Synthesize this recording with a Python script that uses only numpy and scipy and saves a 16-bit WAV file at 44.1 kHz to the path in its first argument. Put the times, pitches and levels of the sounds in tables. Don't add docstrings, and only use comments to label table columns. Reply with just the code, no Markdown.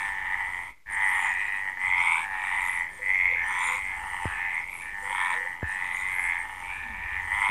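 import sys
import numpy as np
from scipy import signal
from scipy.fft import rfft, irfft
from scipy.io import wavfile
from scipy.ndimage import uniform_filter1d

SR = 44100
rng = np.random.default_rng(int(sys.argv[2]) if len(sys.argv) > 2 else 0)


def elevation(decibels):
    levels = np.asarray(decibels, float)
    return 10 ** (levels / 20)


def unload_wav(signal):
    wavfile.write(
        sys.argv[1],
        SR,
        np.round(np.clip(np.atleast_2d(signal).T, -1, 1) * 32767).astype(np.int16),
    )


N = 330750

# (multiple of click pitch, rise [ms], decay [ms], level [dB],
# pitch scatter [0-1], level per facing [dB/dB])
CLICK_MODES = [(1.0, 0.47, 1.46, -4.5, 0.0077, 2.4), (.94, 0.39, 0.62, -5, 0.064, 1.45)]


def in_time(tables):
    s, *columns = np.concatenate(tables).T
    return [np.interp(np.arange(N) / SR, s, c) for c in columns]


def coloured(spectrum, low_hz, high_hz):
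    hz = np.fft.rfftfreq(N, 1 / SR) + 1e-3
    corner_hz, corner_db = np.transpose(spectrum)
    shape = elevation(np.interp(np.log(hz), np.log(corner_hz), corner_db, left=-90, right=-90))
    bins = shape * rfft(rng.standard_normal(N))
    inside = irfft(bins * ((hz > low_hz) & (hz < high_hz)), N)
    return irfft(bins, N) / np.std(inside)


def click_times(start, end, first_per_s=101.0, last_per_s=86.0):
    jitter_s = .11 / 1000
    draw = rng.standard_normal(120)
    tempo = 1 + .035 * draw[0]
    count = int((end - start) * 95 * tempo)
    gaps = 1 / np.linspace(first_per_s, last_per_s, count)
    at = start + (np.cumsum(gaps) - gaps[0]) * (end - start) / gaps.sum()
    return at + jitter_s * draw[1:count + 1], np.linspace(0, 1, count)


def add_rings(out, at, hz, gain, rise_ms, decay_ms):
    first = np.floor(at * SR).astype(int)
    span = np.arange(int((3 * rise_ms + 7 * decay_ms) * SR / 1000))
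    ms = (span / SR - (at - first / SR)[:, None]).clip(0) * 1000
    swell = (1 - np.exp(-ms / rise_ms)) ** 4 * np.exp(-ms / decay_ms)
    rings = gain[:, None] * swell / swell.max() * np.sin(2 * np.pi * hz[:, None] * ms / 1000)
    summed = np.bincount((first[:, None] - first[0] + span).ravel(), rings.ravel())
    out[SR + first[0]:][:len(summed)] += summed


def over_water(x, wet_db, t60):
    s = np.arange(int(.12 * SR)) / SR
    chance = rng.random((len(x), 1, len(s)))
    echo = rng.standard_normal(chance.shape) * (chance < .03) * elevation(-60 * s / t60) * (s > .003)
    echo = echo / np.linalg.norm(echo, axis=2, keepdims=True)
    wet = signal.oaconvolve(x, echo, axes=2)[..., :N]
    return (x + elevation(wet_db) * wet).sum(0)


def self_noise():
    # (frequency [Hz], density [dB per Hz])
    self_spectrum = [(200, -13), (1500, -1), (5000, -7), (14200, -11)]
    return elevation(-73.5) * coloured(self_spectrum, 200, 5000)


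def wind():
    # (time [s], level [dB])
    gusts = [(0.0, -59), (0.6, -57.5), (0.9, -56), (1.67, -63), (1.9, -54), (2.2, -63), (2.7, -57.5),
             (2.95, -62.5), (3.3, -49), (3.6, -61), (4.16, -53), (4.74, -64), (5.05, -58.5), (5.45, -67),
             (6.27, -54), (6.52, -62.5), (7.04, -50), (7.5, -54.5)]
    # (frequency [Hz], density [dB per Hz])
    rumble = [(24, -30), (32, 1.5), (48, 8.5), (86, 1.5), (95, 1), (108, -20), (140, -10.5), (180, -32),
              (310, -120)]
    # (frequency [Hz], density [dB per Hz])
    whirr = [(68, -24), (77, 4), (80.5, -9.5), (84, 5), (94, -28)]
    gust_db, = in_time([gusts])
    return elevation(gust_db + 2.6) * (coloured(rumble, 30, 130) + elevation(-7.5) * coloured(whirr, 30, 130))


def water(hiss_db):
    # (frequency [Hz], density [dB per Hz])
    murmur = [(76, -15), (130, 2), (350, -3), (523, -3), (635, -3.5), (680, -1.5), (880, -28), (1500, -120)]
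    return elevation(-61.5 + 0.29 * (hiss_db + 72)) * coloured(murmur, 123, 536)


def hiss_level(main, low, click):
    power = main ** 2 + (elevation(3) * low) ** 2 + (elevation(29) * click) ** 2
    power = uniform_filter1d(power, size=3000)
    chorus_db = 10 * np.log10(np.abs(power) + 1e-9)
    return -73 + 0.42 * (chorus_db + 30)


def hiss(hiss_db):
    # (frequency [Hz], density [dB per Hz])
    middle_spectrum = [(2290, -27), (3900, -4), (4390, -5), (6710, -4), (8700, -7.5), (9800, -3.5),
                       (14270, -8.5)]
    return elevation(hiss_db) * coloured(middle_spectrum, 12250, 13820)


def side_hiss(hiss_db):
    # (frequency [Hz], density [dB per Hz])
    side_spectrum = [(1940, -81), (3300, -51), (3940, -38), (4190, -41.5), (4760, -17), (7900, -3),
                     (8610, -21), (10100, -3), (14270, -8)]
    return elevation(hiss_db - 1) * coloured(side_spectrum, 10900, 15600)


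def thumps():
    # (time [s], peak level [dB], final pitch [Hz])
    knocks = [
        (4.2549, -20, 62),
        (5.629, -21, 58),
        (7.495, -33, 70),
    ]
    out, s = np.zeros(N + SR), np.arange(5000) / SR
    for start, peak_db, end_hz in knocks:
        hz = end_hz + 1150 * np.exp(-s / .00072) + 45 * np.exp(-s / .025)
        fade = np.exp(-s / .02) * (1 + .6 * np.exp(-s / .002)) * (1 - np.exp(-s / .0002))
        knock = np.sin(2 * np.pi * np.cumsum(hz) / SR) * fade
        out[int(start * SR):][:len(s)] += elevation(peak_db - 3.0) * knock
    return out[:N]


def hoots():
    # (start [s], end [s], first pitch [Hz], last pitch [Hz], peak level [dB])
    far_calls = [
        (2.99, 3.09, 490, 520, -52),
        (3.29, 3.4, 490, 510, -51),
        (3.66, 3.79, 490, 515, -50),
        (5.02, 5.14, 490, 530, -51),
        (5.34, 5.48, 470, 520, -49),
        (5.31, 5.36, 580, 620, -52),
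        (6.82, 7.02, 260, 170, -53),
        (2.8, 3.65, 400, 405, -66),
    ]
    out = np.zeros(N)
    for start, end, from_hz, to_hz, peak_db in far_calls:
        along = np.linspace(0, 1, int((end - start) * SR))
        noise = rng.standard_normal(N)[:len(along)]
        waver_hz = uniform_filter1d(uniform_filter1d(noise, size=500), size=200) * 190
        hz = from_hz + (to_hz - from_hz) * along + waver_hz
        tone = np.sin(2 * np.pi * np.cumsum(hz) / SR) * elevation(waver_hz / 1.7)
        out[int(start * SR):][:len(along)] += elevation(peak_db) * np.sin(np.pi * along) ** 0.29 * tone
    return out


def glides():
    # (start [s], end [s], first pitch [Hz], last pitch [Hz], peak level [dB])
    single_glides = [(.9, .98, 9100, 8550, -40), (1.021, 1.087, 10000, 9300, -46),
                     (1.354, 1.5, 8800, 7200, -48), (1.529, 1.61, 13000, 6800, -53),
                     (1.824, 1.925, 8600, 8000, -53), (2.06, 2.27, 11000, 9200, -56),
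                     (1.962, 2.04, 4700, 6600, -54), (2.58, 2.7, 8100, 6100, -54),
                     (2.893, 3.03, 9300, 8000, -53), (3.424, 3.698, 5900, 6200, -50.5),
                     (3.621, 3.715, 9600, 8900, -35.5), (3.469, 3.519, 9500, 9100, -40),
                     (4.522, 4.58, 8300, 9200, -47), (5.06, 5.204, 8200, 8200, -49),
                     (5.172, 5.3, 8700, 11000, -54), (5.88, 6.022, 10800, 11500, -51),
                     (5.941, 6.055, 6700, 7100, -47.5), (5.925, 5.99, 9000, 8800, -45),
                     (6.207, 6.316, 7700, 8200, -45.5), (6.376, 6.461, 8900, 8300, -43),
                     (5.678, 5.78, 9800, 7400, -44.5), (0.6, 0.64, 10300, 11000, -54),
                     (3.66, 3.8, 12000, 11000, -53), (4.2, 4.36, 10500, 9200, -51)]
    # (start [s], peak level [dB])
    high_glides = [(1.08, -42), (2.63, -41.5), (4.7, -46), (6.12, -43)]
    # (length [s], first pitch [Hz], last pitch [Hz])
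    high_shape = (.2, 11400, 10370)
    # (start [s], peak level [dB])
    low_glides = [(1.14, -43.5), (3.58, -39)]
    # (length [s], first pitch [Hz], last pitch [Hz])
    low_shape = (.22, 7250, 6900)
    clear = list(single_glides)
    for rows, (length, from_hz, to_hz) in ((high_glides, high_shape), (low_glides, low_shape)):
        clear += [(s, s + length, from_hz, to_hz, db) for s, db in rows]
    faint = []
    for s, (a, b, c) in zip(np.linspace(0, 7.3, 60), rng.random((60, 3))):
        from_hz = 6000 + 5000 * b
        faint.append((s, s + 0.068 + 0.14 * a, from_hz, from_hz * (0.64 + 0.22 * c), -40 - 8 * a))
    out = np.zeros((2, N + 2 * SR))
    for k, (group, scatter_hz, decay_ms) in enumerate(((clear, 30, 2.4), (faint, 130, 1.5))):
        for start, end, from_hz, to_hz, peak_db in group:
            at, along = click_times(start, end, first_per_s=96.0, last_per_s=90.0)
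            draw = rng.standard_normal((2, 60))[:, :len(at)]
            hz = from_hz + (to_hz - from_hz) * along + scatter_hz * draw[0]
            gain = elevation(peak_db + 3.5 + 2 * draw[1]) * np.sin(np.pi * (0.1 + .84 * along)) ** 0.9
            add_rings(out[k], at, hz, gain, .25, decay_ms)
    return out[:, SR:SR + N]


def clickers():
    # (start [s], length [s], level [dB], click pitch [Hz])
    hidden_frogs = [(-.1, 0.25, -48.5, 8700), (0.401, 0.38, -53.5, 8870), (.9, 0.46, -42, 8760),
                    (1.3, 0.44, -53, 8700), (1.79, 0.13, -44.5, 8630), (1.999, 0.29, -46.5, 8640),
                    (2.402, 0.46, -44.5, 8830), (2.901, 0.36, -51.5, 8740), (3.451, 0.48, -44.5, 8780),
                    (3.85, .52, -48.5, 8840), (4.501, 0.5, -53.5, 8700), (4.969, .3, -47, 8980),
                    (5.202, 0.36, -52.5, 8560), (5.659, 0.25, -50, 8700), (5.902, 0.54, -49.5, 8800),
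                    (6.349, 0.59, -56, 9000), (7.22, 0.59, -45, 8820)]
    out = np.zeros(N + 2 * SR)
    for start, length, level_db, click_hz in hidden_frogs:
        at, along = click_times(start, start + length)
        draw = rng.standard_normal((4, 60))[:, :len(at)]
        gain = elevation(level_db + 6 + 3.5 * draw[0]) * np.sin(np.pi * (0.072 + .87 * along)) ** 0.87
        arch = 1 + .04 * (np.sin(np.pi * along) - .6) + 0.015 * draw[1]
        for chance, (ratio, rise_ms, decay_ms, db, scatter, _) in zip(draw[2:], CLICK_MODES):
            hz = ratio * click_hz * (arch + scatter * chance)
            add_rings(out, at, hz, gain * elevation(db), rise_ms, decay_ms)
    return over_water(out[None, None, SR:SR + N], wet_db=-4.5, t60=0.34)[0]


def near_croaks():
    # (start [s], length [s], middle sac pitch [Hz], level [dB], facing of low and high modes [dB])
    filling = [(-0.3, 0.41, 2100, -31, 4), (1.771, 0.48, 2075, -16.5, -3), (2.177, 0.54, 1803, -24.5, 1),
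               (3.358, 0.42, 1857, -22, -6), (3.422, 0.38, 2160, -26.5, 5), (3.85, 0.53, 1794, -33.5, 4.5),
               (4.251, 0.4, 1758, -28, -2.5), (4.501, 0.45, 2124, -31.5, -8.5),
               (5.033, 0.35, 2110, -25.5, 5), (5.621, 0.44, 1872, -23.5, -5.5), (5.702, 0.45, 2290, -45, 9),
               (6.696, 0.6, 1800, -32, -1.5), (7.279, 0.53, 2090, -20, 2)]
    swelling = [(-0.1, 0.63, 1865, -26, -2.5), (0.201, 0.5, 1921, -25.5, -2),
                (0.859, 0.63, 1853, -21, -8.5), (1.099, 0.53, 2396, -30, -4.5),
                (1.797, 0.35, 2060, -21, -9), (2.849, 0.25, 1850, -38, -12),
                (3.019, 0.42, 2070.0, -15, -12), (4.35, 0.3, 2050.0, -23.5, -7.5),
                (4.817, 0.46, 1858, -29, -3.5), (5.15, 0.41, 1870, -22.5, -7), (5.948, 0.5, 2062, -22, -7),
                (6.1, 0.38, 1760, -27.5, -5.5), (6.351, 0.44, 1873, -34.5, 4),
                (6.618, 0.24, 2320, -29.5, -8), (6.849, 0.4, 2300, -32.5, -5),
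                (7.019, 0.55, 1895, -25.5, -7)]
    taut = [(0.704, 0.14, 2080, -33.5, -15), (0.898, 0.46, 1992, -19, -1), (1.3, 0.48, 1940, -23, -5.5),
            (2.298, 0.53, 2300, -28, 1), (2.45, 0.45, 2008, -21, -7.5), (3.602, 0.41, 2120, -24.5, -7.5),
            (3.996, 0.43, 1947, -30, 3), (4.2, 0.39, 2510, -37, -7), (5.62, 0.33, 2504, -39, 1),
            (1.94, .31, 2140, -33.5, 9.5), (4.64, .24, 2300, -34.5, -4), (1.0, .33, 2140, -28, 2.5)]
    croaks = []
    for rows, rise in ((filling, 1.22), (swelling, 1.082), (taut, 0.97)):
        for s, length, hz, db, facing_db in rows:
            croaks.append((s, s + length, hz / np.sqrt(rise), hz * np.sqrt(rise), db, facing_db))
    return sorted(croaks)


def far_croaks():
    # (time [s], level [dB])
    far_waves = [(0, 2.5), (.4, -2), (.68, -1.5), (1.1, -1.5), (1.7, -3.5), (2.2, -3), (2.6, 1.5),
                 (2.97, -5.5), (3.5, 1), (4.1, 2), (4.75, -4), (5.2, 1), (5.56, -1.5), (6.0, 1),
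                 (6.55, -3.5), (7.0, -3), (7.5, 2)]
    wave_s, wave_db = np.transpose(far_waves)
    croaks = []
    for s, (p, g) in zip(np.linspace(-.4, 7.4, 45), rng.random((45, 2))):
        db = -41 + np.interp(s + 0.16, wave_s, wave_db) + 3 * (g - .5)
        croaks.append((s, s + .45, 1750 + 300 * p, 1950 + 450 * p, db, 2))
    return croaks


def chorus():
    # (multiple of sac pitch, rise [ms], decay [ms], level [dB],
    # pitch scatter [0-1], level per facing [dB/dB])
    main_modes = [(1.0, .95, 1.9, 0, .004, 0), (1.14, .7, 1.2, -15, .008, .1)]
    low_modes = [(0.419, 1.44, 1.87, -2, 0.0057, 1.11), (0.466, 0.48, 3.73, 0, 0.0016, 1.47),
                 (0.561, 0.44, 0.72, -3.5, 0.024, 1.15), (0.66, 0.87, 0.63, -3.5, 0.059, 1.6)]
    upper_modes = [(1.515, 0.81, 0.83, -2, 0.023, 0.78), (1.58, 0.57, 0.79, -4, 0.029, 0.91),
                   (1.48, 0.75, 0.94, -7.5, 0.027, 2.3)]
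    group_db = [0.5, -7.5, -17, -19.5]
    far_dull_db = [1.5, 0, 2, -9]
    late_bloom = [0.02, 0.15, 0.13, 0.47]
    groups = (main_modes, low_modes, upper_modes, CLICK_MODES)
    modes = [(k, mode) for k, group in enumerate(groups) for mode in group]
    near = near_croaks()
    out = np.zeros((2, 4, N + 2 * SR))
    for frog, (start, end, from_hz, to_hz, level_db, facing_db) in enumerate(near + far_croaks()):
        is_far = frog >= len(near)
        at, along = click_times(start, end)
        draw = rng.standard_normal((13, 120))[:, :len(at)]
        sac_hz = from_hz + (to_hz - from_hz) * along ** 0.61
        held_hz = np.sqrt(2050 * sac_hz)
        click_hz = 8854 * (1 + .02 * draw[12, 0] + .04 * (.5 - along))
        attack = np.minimum(along / 0.42 + 0.37, 1)
        release = np.minimum((1 - along) / 0.26 + 0.28, 1)
        effort = attack * release * elevation(level_db + 1.8 * draw[11])
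        for chance, (k, (ratio, rise_ms, decay_ms, db, scatter, aim)) in zip(draw, modes):
            hz = ratio * (sac_hz, held_hz, sac_hz, click_hz)[k] * (1 + scatter * chance)
            late_s = (0, 0, .0008, .0016)[k]
            effort = -effort
            mode_db = db + group_db[k] + aim * facing_db + far_dull_db[k] * is_far
            gain = effort * elevation(mode_db) * (along + 0.024) ** late_bloom[k]
            add_rings(out[frog % 2, k], at + late_s, hz, gain, rise_ms, decay_ms)
    out = over_water(out[..., SR:SR + N], wet_db=-6, t60=0.16)
    lowest_mode = signal.cheby1(5, 1, 755, "high", fs=SR, output="sos")
    return signal.sosfilt(lowest_mode, out)


def scene():
    # (time [s], gain [dB])
    gate_curve = [
        [(0, 1.5), (.71, -0.4), (.74, -15), (.85, -31), (.865, -7), (.9, -0.74), (7.5, 1)],
    ]
    gate_db, = in_time(gate_curve)
    main, low, upper, click = chorus()
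    click = click + clickers()
    hiss_db = hiss_level(main, low, click)
    clear, faint = glides()
    bright = click + clear + elevation(hiss_db + 55) * faint
    mid = elevation(gate_db) * (main + low + upper + bright + hoots() + thumps() + hiss(hiss_db))
    mid = mid + elevation(0.83 * gate_db) * wind() + elevation(0.73 * gate_db) * water(hiss_db)
    mid = mid + self_noise()
    side = side_hiss(hiss_db) + elevation(-15) * np.roll(bright, 150)
    side = elevation(gate_db) * side
    return np.array([mid + side, mid - side])


def roll_off(x):
    return signal.sosfilt(signal.butter(12, 15430, fs=SR, output="sos"), x)


def record(dry):
    mix = dry - .002
    return roll_off(mix)


dry = scene()
out = record(dry)
unload_wav(out)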